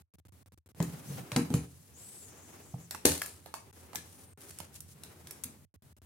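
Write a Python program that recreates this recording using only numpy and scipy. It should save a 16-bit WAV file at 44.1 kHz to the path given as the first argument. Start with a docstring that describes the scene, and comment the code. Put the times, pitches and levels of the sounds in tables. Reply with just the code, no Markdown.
"""A plastic film camera is handled on a wooden desk in a small, quiet room, close to the microphone.
At first a faint hiss cuts in and out. Then fingers rub the shell, and the body knocks, clicks and
drags on the desk as it is tipped over. Skin slides over the fine grain with a high whisper. At three
seconds the latch of the back snaps and loose parts rattle. From four seconds the door is swung open
with small ticks and scrapes, and in the last still moments the hiss drops out again."""
import sys
import numpy as np
from scipy import signal
from scipy.fft import rfft, irfft, next_fast_len
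from scipy.io import wavfile

SR = 44100
rng = np.random.default_rng(int(sys.argv[2]) if len(sys.argv) > 2 else 0)


def transcribe(signal):
    """Save signal, clipped to [-1, 1], as a 16-bit WAV file at the path in sys.argv[1]."""
    frames = np.atleast_2d(signal).T
    limited = np.clip(frames, -1, 1)
    pcm = np.round(limited * 32767).astype(np.int16)
    wavfile.write(sys.argv[1], SR, pcm)


N = 267066
T = np.arange(N) / SR


def from_db(db):
    """Turn decibels into a gain."""
    return 10 ** (np.asarray(db) / 20)


def rms_one(x):
    """Scale a signal to an average power of 1."""
    return x / np.sqrt(np.mean(x ** 2) + 1e-20)


def at_hz(points, hz, column=1):
    """Look up a table at any frequency, blending between its rows."""
    points = np.array(points)
    return np.interp(np.log(np.maximum(hz, 1)), np.log(points[:, 0]), points[:, column])


def drift(per_s):
    """A random wobble, about 1 in size."""
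    knots = rng.standard_normal(int(T[-1] * per_s) + 2)
    return rms_one(np.interp(T * per_s, np.arange(len(knots)), knots))


def decay(t, rise_s, t60):
    """A quick rise, then a fade; t60 is the seconds it takes to fall by 60 dB."""
    return (1 - np.exp(-t / rise_s)) * from_db(-60 * t / t60)


def add(out, start_s, sound):
    """Mix a sound in at a given time."""
    start = round(start_s * SR)
    out[..., start:start + sound.shape[-1]] += sound[..., :N - start]


# how alike left and right are: f/Hz, likeness (1 = the same)
STEREO_LIKENESS = [(60, 0.73), (200, 0.93), (400, 0.59), (800, 0), (1600, 0.19), (16000, 0)]
def noise(spectrum, size=N):
    """Stereo noise with a given tone colour; the two sides are most alike in the bass."""
    padded = next_fast_len(size)
    hz = np.fft.rfftfreq(padded, 1 / SR)
    mid, side = rfft(rng.standard_normal((2, padded)))
    alike = np.clip(at_hz(STEREO_LIKENESS, hz), -.99, .99)
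    both = np.sqrt(1 + alike) * mid + np.sqrt(1 - alike) * side * [[1], [-1]]
    return rms_one(irfft(both * from_db(at_hz(spectrum, hz)), padded)[:, :size])


# tone colour of the background: f/Hz, level/dB
AIR_COLOUR = [(20, -8.5), (45, -19), (65, -8), (85, 2.5), (110, -7.5), (200, -12), (400, -20.5),
              (800, -26.5), (3000, -34), (6000, -35), (10000, -31), (16000, -35.5)]
def still_air(level_db=-58):
    """The quiet room rumbles faintly and the microphone hisses."""
    return from_db(level_db) * noise(AIR_COLOUR)


# still spells in which the background drops out: from t/s, to t/s
GAPS = [(0, 0.322), (0.431, 0.748), (3.712, 3.728), (4.335, 4.375), (5.651, 5.822), (5.93, 6.018)]
# moments when it flickers back: from t/s, to t/s
FLICKERS = [(0, 0.022), (0.138, 0.157), (0.185, 0.201), (0.252, 0.273), (0.283, 0.295), (0.460, 0.485),
            (0.521, 0.545), (0.576, 0.588), (0.660, 0.678), (0.689, 0.718), (5.741, 5.762), (5.966, 5.987)]
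def drop_out(x, split_hz=130, bass_db_per_s=500, treble_db=-32, treble_db_per_s=330):
    """In each gap the hiss vanishes at once and the bass fades after it; both return with a faint pop."""
    heard = np.ones(N, bool)
    for start, end in GAPS:
        heard[(T >= start) & (T < end)] = False
    for start, end in FLICKERS:
        heard[(T >= start) & (T < end)] = True
    gone_s = T - np.maximum.accumulate(T * heard)
    back_s = T - np.maximum.accumulate(T * ~heard)
    bass = signal.sosfiltfilt(signal.butter(4, split_hz, fs=SR, output="sos"), x)
    fading = bass * from_db(-bass_db_per_s * gone_s) + x * from_db(treble_db - treble_db_per_s * gone_s)
    pop = from_db(-1.5 - 60 * np.minimum(back_s / 0.016, 2))  # dies away in 16 ms
    return np.where(heard, x * (1 + pop), fading)


def speed(start, length, shape=0.38):
    """A hand speeds up to 1 and slows to rest; a shape under 1 keeps it fast for longer."""
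    along = (T - start) / length
    moving = (along > 0) & (along < 1)
    out = np.zeros(N)
    out[moving] = np.sin(np.pi * along[moving]) ** shape
    return out


def strokes(rows):
    """Strength of a run of hand strokes: the faster, the louder."""
    return np.sqrt(sum((from_db(db) * speed(start, length)) ** 2 for start, length, db in rows))


def friction(spectrum, strength, rough_db, slips_per_s):
    """Rubbing noise whose strength jumps as the surfaces stick and slip."""
    return strength * rms_one(noise(spectrum) * from_db(rough_db * drift(slips_per_s)))


# tone colour of the rubbing: f/Hz, level/dB
RUB_COLOUR = [(100, -13), (200, -7), (350, -2), (550, -6.5), (800, -7.5), (1400, -11.5), (2400, -14.5),
              (4000, -21.5), (15000, -22)]
# shifts of the grip: t/s, length/s, level/dB
GRIP_SHIFTS = [(0.76, 0.32, -50), (1.05, 0.25, -50.5), (1.165, 0.038, -44), (1.22, 0.45, -50),
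               (1.88, 0.83, -60), (2.2, 0.7, -58.5), (2.52, 0.065, -55.5), (2.92, 0.51, -57.5),
               (3.55, 0.79, -59), (4.36, 0.14, -54.5), (4.52, 0.26, -60), (4.94, 0.64, -58)]
def grip_rub(gain_db=-1.5):
    """The grip shifts and rubs on the shell."""
    return friction(RUB_COLOUR, from_db(gain_db) * strokes(GRIP_SHIFTS), rough_db=2.5, slips_per_s=48)


# the notes at which the desk rings: f/Hz, level/dB, t60/s
DESK_NOTES = [(84, -20, 0.5), (129.9, -10, 0.23), (152.2, -12, 0.25), (168.3, -13, 0.33),
              (248.5, -14.5, 0.19), (290.1, -15, 0.3), (367.6, -21, 0.22), (404, -18.5, 0.22),
              (472.2, -14.5, 0.24), (777, -25, 0.3), (843, -20.5, 0.24)]
def desk_hum(rub):
    """Steady rubbing makes the desk hum at its own notes."""
    push = rub.mean(axis=0) + 1e-18
    out = 0
    for hz, _, t60 in DESK_NOTES:
        r = from_db(-60 / (t60 * SR))  # share of the ring left after one sample
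        feedback = [1, -2 * r * np.cos(2 * np.pi * hz / SR), r * r]
        out = out + signal.lfilter([(1 - r * r) / 2, 0, (r * r - 1) / 2], feedback, push)
    return out


# tone colour of the swishing: f/Hz, level/dB
SWISH_COLOUR = [(1500, -11.5), (3000, -3), (4500, -1.5), (6000, 2), (7800, 1.5), (10500, 4.5), (13000, -1),
                (16000, -5.5)]
# light strokes of the skin: t/s, length/s, level/dB
SKIN_STROKES = [(0.76, 0.3, -58), (1.04, 0.15, -53), (1.18, 1, -63), (1.96, 0.35, -54), (2.28, 0.79, -62.5),
                (3.72, 0.16, -59.5), (4.04, 0.23, -57.5), (4.39, 0.195, -55), (4.725, 0.074, -53.5),
                (4.875, 0.069, -58.5), (4.94, 0.59, -64.5)]
def swishes_and_ticks(swish_db=-1.0, tick_db=3.0, opening_s=4.0):
    """Skin swishes over the plastic; once the back is being opened, nails and door tick along."""
    strength = strokes(SKIN_STROKES)
    swish = friction(SWISH_COLOUR, from_db(swish_db) * strength, rough_db=2.0, slips_per_s=100)
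    ticks = grains(from_db(tick_db) * strength * (T > opening_s), per_s=63, t60=0.0098)
    return swish + ticks


# tone colour of the dragging: f/Hz, level/dB
DRAG_COLOUR = [(50, -20), (90, -10), (140, 6), (180, 1), (250, -7.5), (350, -25), (600, -20), (1500, -31.5)]
# moves across the desk: t/s, length/s, level/dB
BODY_MOVES = [(0.77, 0.26, -47), (1.05, 0.2, -42), (4.38, 1.6, -64)]
def body_drag():
    """The body drags on the desk as it is tipped, and faintly while its back is opened."""
    return friction(DRAG_COLOUR, strokes(BODY_MOVES), rough_db=0.5, slips_per_s=42)


# the body lands or the latch jolts it: t/s, thump level/dB, f/Hz, swell/cycles, desk level/dB
BODY_KNOCKS = [(0.802, -23.5, 175, 1.02, -22.5), (1.321, -34, 123, 1.3, -38),
               (1.3608, -21, 193, 0.26, -26.5), (1.3681, -20, 234.5, 1.5, -19), (1.390, -24.5, 300, 1, -48),
               (1.503, -24.5, 228, 1.4, -24.5), (1.540, -23, 144, 0.9, -20.5),
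               (1.591, -38.5, 80.5, 2.4, -45), (2.738, -34.5, 134, 1.06, -36.5),
               (3.0524, -11, 370, 0.55, -19.5), (3.083, -34.5, 85.5, 2.3, -45), (3.959, -50, 205, 0.8, -42),
               (4.603, -50.5, 173, 0.72, -55), (5.452, -46, 232, 1.6, -45)]
def knocks(desk_db=3.0, desk_rise_s=0.0015, reach_octaves=1.16, uneven_db=2.6):
    """Each thump swells and dies quickly; the desk rings on, most at the notes near the thump's pitch."""
    out, t = np.zeros(N), T[:SR // 2]
    for start, db, hz, swell_cycles, shake_db in BODY_KNOCKS:
        age = hz * t / swell_cycles
        blow = from_db(db) * np.sin(2 * np.pi * hz * t) * (age * np.exp(1 - age)) ** 2
        for note_hz, note_db, t60 in DESK_NOTES:
            reach = 1 / (1 + (np.log2(note_hz / hz) / reach_octaves) ** 2)
            strength = reach * from_db(shake_db + desk_db + note_db + uneven_db * rng.standard_normal())
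            blow += strength * np.sin(2 * np.pi * note_hz * t) * decay(t, desk_rise_s, t60)
        add(out, start, blow)
    return np.array([out, out])


# tone colour of a plastic crack: f/Hz, level/dB
CRACK_COLOUR = [(200, -9), (700, -5), (1500, -6.5), (2400, -4.5), (3400, -6), (4800, -4.5), (6200, -3.5),
                (8500, -0.5), (10500, -1.5), (13000, -4.5), (16000, -15)]
# hard parts click: t/s, crack level/dB, brightness/(dB per octave), ring f/Hz, ring level/dB,
# left minus right/dB
PART_CLICKS = [(0.802, -35, -4, 535, -25.5, 2), (0.826, -35.5, 4, 4200, -43.5, 6),
               (1.318, -32.5, -4, 1120, -37, 0), (1.3178, -50, -15, 2530, -33, 3),
               (1.3619, -26.5, -1.5, 4184, -24.5, 0.5), (1.363, -30, -1, 2280, -31, 8),
               (1.367, -31, -8, 770, -26, -7), (1.503, -44, -3.5, 860, -40.5, -3),
               (1.5397, -30, -1.5, 1180, -33, -1.5), (2.742, -58, -12, 710, -40, -10),
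               (2.9092, -32, 0, 4350, -37, -5.5), (2.947, -36.5, -2, 1100, -34, -10),
               (3.0514, -30, -3.5, 1530, -44, 17), (3.0542, -13.5, 0.5, 6130, -22.5, -2),
               (3.0632, -27, -13, 8950, -34, 9), (3.2174, -29, 1.5, 1660, -26, 1.5),
               (3.2602, -36.5, 4.5, 1700, -44, 0), (3.4595, -44.5, -3, 676, -40.5, -7),
               (3.54, -36.5, -0.5, 915, -32.5, -8.5), (3.9318, -44.5, -4, 780, -40.5, -8),
               (3.949, -45, 15, 860, -41.5, -19), (3.9568, -31.5, 1, 2060, -49, 10),
               (4.5085, -46, -1, 9500, -47, -6), (4.5868, -42.5, 1, 8530, -38, -6),
               (4.602, -40.5, -1.5, 1003, -43, -15), (4.805, -42, 5, 9000, -40.5, -9),
               (5.035, -41, 0, 8000, -51, 3), (5.2708, -42.5, 0, 4650, -50, -4),
               (5.309, -38.5, 3, 9740, -43, -8), (5.437, -35, 3, 9900, -35, 9.5),
               (5.4408, -36.5, 3.5, 9880, -38, -12.5)]
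def clicks(crack_db=3.5, ring_db=0.5, ring_room_db=-13, alike=0.84):
    """The shell cracks and a part rings; returns the direct sound and the share sent into the room."""
    direct, to_room, t = np.zeros((2, N)), np.zeros((2, N)), T[:SR // 16]
    for start, db, tilt_db, hz, part_db, pan_db in PART_CLICKS:
        lag = rng.integers(-6, 7)  # each part lies at its own angle to the microphone's two openings
        crack = noise([(f, level + tilt_db * np.log2(f)) for f, level in CRACK_COLOUR], size=len(t))
        crack[1] = alike * np.roll(crack[0], lag) + np.sqrt(1 - alike ** 2) * crack[1]
        crack *= from_db(db + crack_db) * decay(t, rise_s=0.00022, t60=0.021)
        ring = from_db(part_db + ring_db) * part_ring(hz, t)
        add(direct, start, (crack + ring) * from_db([[pan_db / 2], [-pan_db / 2]]))
        room_db = -3 - 0.5 * np.log2(hz / 1000)  # smaller, higher parts carry less far
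        add(to_room, start, (crack + ring * from_db(ring_room_db)) * from_db(room_db))
    return direct, to_room


def part_ring(hz, t, width_octaves=0.12, hollow_below_hz=3500, hollow_db=4.0, count=48):
    """A part rings with a crowd of notes around its pitch; in large hollow parts one stands out."""
    octaves = (2 * (np.arange(count) + rng.random(count)) / count - 1)[:, None]
    fall = decay(t, rise_s=0.33 / hz, t60=0.019)
    notes = np.sin(2 * np.pi * (hz * 2 ** octaves * t + rng.random((count, 1))))
    crowd = (notes / np.hypot(1, octaves / width_octaves)).sum(axis=0)
    hollow = from_db(hollow_db) * max(1 - hz / hollow_below_hz, 0)
    ring = rms_one(crowd * fall) + hollow * rms_one(np.sin(2 * np.pi * hz * t) * fall)
    return rms_one(ring) * np.sqrt(np.mean(fall ** 2))


# how the room's echo fades: f/Hz, t60/s, level/dB
ROOM_ECHO = [(79.2, 0.63, -14.5), (250, 0.26, 3.5), (690, 0.34, 6), (1960, 0.26, 5.5), (6000, 0.38, 0),
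             (9800, 0.26, 2), (16000, 0.11, 1.5)]
def room(x, first_echo_s=0.0036, build_s=0.0017, tail_db=-0.5):
    """Many small echoes build up within milliseconds and die away, each octave at its own pace."""
    t, response = T[:SR * 3 // 4], 0
    for hz in 45 * 2 ** np.arange(.5, 9):
        edges = [hz / np.sqrt(2), min(hz * np.sqrt(2), SR * .45)]
        white = noise([(hz, 0)], size=len(t))
        band = signal.sosfilt(signal.butter(2, edges, "band", fs=SR, output="sos"), white)
        fall = decay(np.maximum(t - first_echo_s, 0), build_s, at_hz(ROOM_ECHO, hz))
        gain = from_db(at_hz(ROOM_ECHO, hz, column=2) + tail_db)
        response = response + gain * band * fall / np.sqrt(np.sum(fall ** 2))
    return signal.fftconvolve(x, response, axes=1)[:, :N]


# a fingertip sings in a narrow band, the flat hand in a wide one:
# t/s, length/s, full-speed f/Hz, level/dB, width/Hz
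SKIN_SLIDES = [(0.977, 0.26, 10830, -62.5, 380), (1.053, 0.093, 6160, -59.5, 409),
               (1.285, 0.38, 11160, -62, 316), (1.935, 0.38, 8040, -57, 994),
               (1.944, 0.39, 8440, -57.5, 2596), (1.982, 0.36, 10350, -63, 1890),
               (2.278, 0.32, 7010, -61.5, 2460), (2.61, 0.14, 7260, -62.5, 2476),
               (2.78, 0.1, 6820, -63, 2410), (4.068, 0.3, 9400, -64, 300),
               (4.328, 0.25, 9370, -65.5, 298.6)]
def singing_slides(sag=0.37, waver=0.018, upper_db=-10, catch_db=1.0):
    """Skin passes over tiny ridges and gives a band of hiss whose pitch follows the hand's speed."""
    out = np.zeros((2, N))
    for start, length, top_hz, db, width_hz in SKIN_SLIDES:
        pace = speed(start, length)
        on = pace > 0
        hz = top_hz * (1 - sag * (1 - pace) + waver * drift(per_s=15))  # a hand is never quite steady
        phase = 2 * np.pi * np.cumsum(hz[on]) / SR
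        hiss = np.zeros((2, N))
        for turn, gain in [(phase, 1), (phase * 4 / 3, from_db(upper_db))]:  # finer grain sings higher
            for side in hiss:
                band = drift(width_hz)[on] * np.sin(turn) + drift(width_hz)[on] * np.cos(turn)
                side[on] += gain * band
        grip = rms_one(from_db(catch_db * drift(per_s=110)))  # the skin catches and lets go
        out += hiss * from_db(db) * grip * pace
    return out


def grains(strength, per_s, t60, spread_db=-1.5):
    """Tiny plastic contacts of uneven size, at random moments."""
    hits = rng.random(N) < per_s / SR
    sizes = from_db(spread_db * np.minimum(rng.exponential(1, N), 2))
    envelope = signal.lfilter([1], [1, -from_db(-60 / (t60 * SR))], hits * sizes + 1e-18)
    return strength * envelope * noise(CRACK_COLOUR)


# short scrapes: t/s, length/s, level/dB
EDGE_SCRAPES = [(1.08, 0.092, -50.5), (4.405, 0.023, -47), (4.485, 0.034, -46), (4.555, 0.113, -52.5),
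                (4.73, 0.048, -54)]
def edge_scrapes():
    """Edges of the shell and the door scrape in gritty runs of tiny contacts."""
    return grains(strokes(EDGE_SCRAPES), per_s=180, t60=0.0099, spread_db=2.0)


def door_rattle(start_s=3.058, level_db=-38):
    """After the loud snap, loose parts of the door shiver and settle."""
    shiver = decay(np.maximum(T - start_s, 0), rise_s=0.00083, t60=0.63)
    return grains(from_db(level_db) * shiver, per_s=1310, t60=0.014)


def scene(boom_db=-7.0, boom_below_hz=290):
    """Mix the knocks and clicks, their echo, the rattle, the handling and the still air."""
    thumps, rattle = knocks(), door_rattle()
    snaps, to_room = clicks()
    boom = signal.sosfilt(signal.butter(2, boom_below_hz, fs=SR, output="sos"), thumps)
    echo = room(from_db(boom_db) * boom + to_room)  # only the bass of a knock fills the room
    rub = grip_rub()
    handling = rub + desk_hum(rub) + body_drag() + swishes_and_ticks() + edge_scrapes()
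    return thumps + snaps + rattle + echo + handling + singing_slides() + still_air()


# the microphone's left opening hears more treble, the right more of the very top:
# f/Hz, left minus right/dB
MIC_BALANCE = [(130, -1), (280, 1), (550, 0.5), (2000, 1.5), (4000, 0.5), (8000, 5.5), (12000, -2)]
def record(dry, low_cut_hz=68, high_cut_hz=16000):
    """The two openings colour the sound, the background drops out, and deep bass and top are cut."""
    size = next_fast_len(N + SR // 10)
    lean_db = at_hz(MIC_BALANCE, np.fft.rfftfreq(size, 1 / SR))
    x = irfft(rfft(dry, size) * from_db([lean_db / 2, -lean_db / 2]), size)[:, :N]
    x = signal.sosfilt(signal.butter(4, low_cut_hz, "high", fs=SR, output="sos"), drop_out(x))
    return signal.sosfilt(signal.ellip(10, .1, 80, high_cut_hz, fs=SR, output="sos"), x)


dry = scene()
out = record(dry)
transcribe(out)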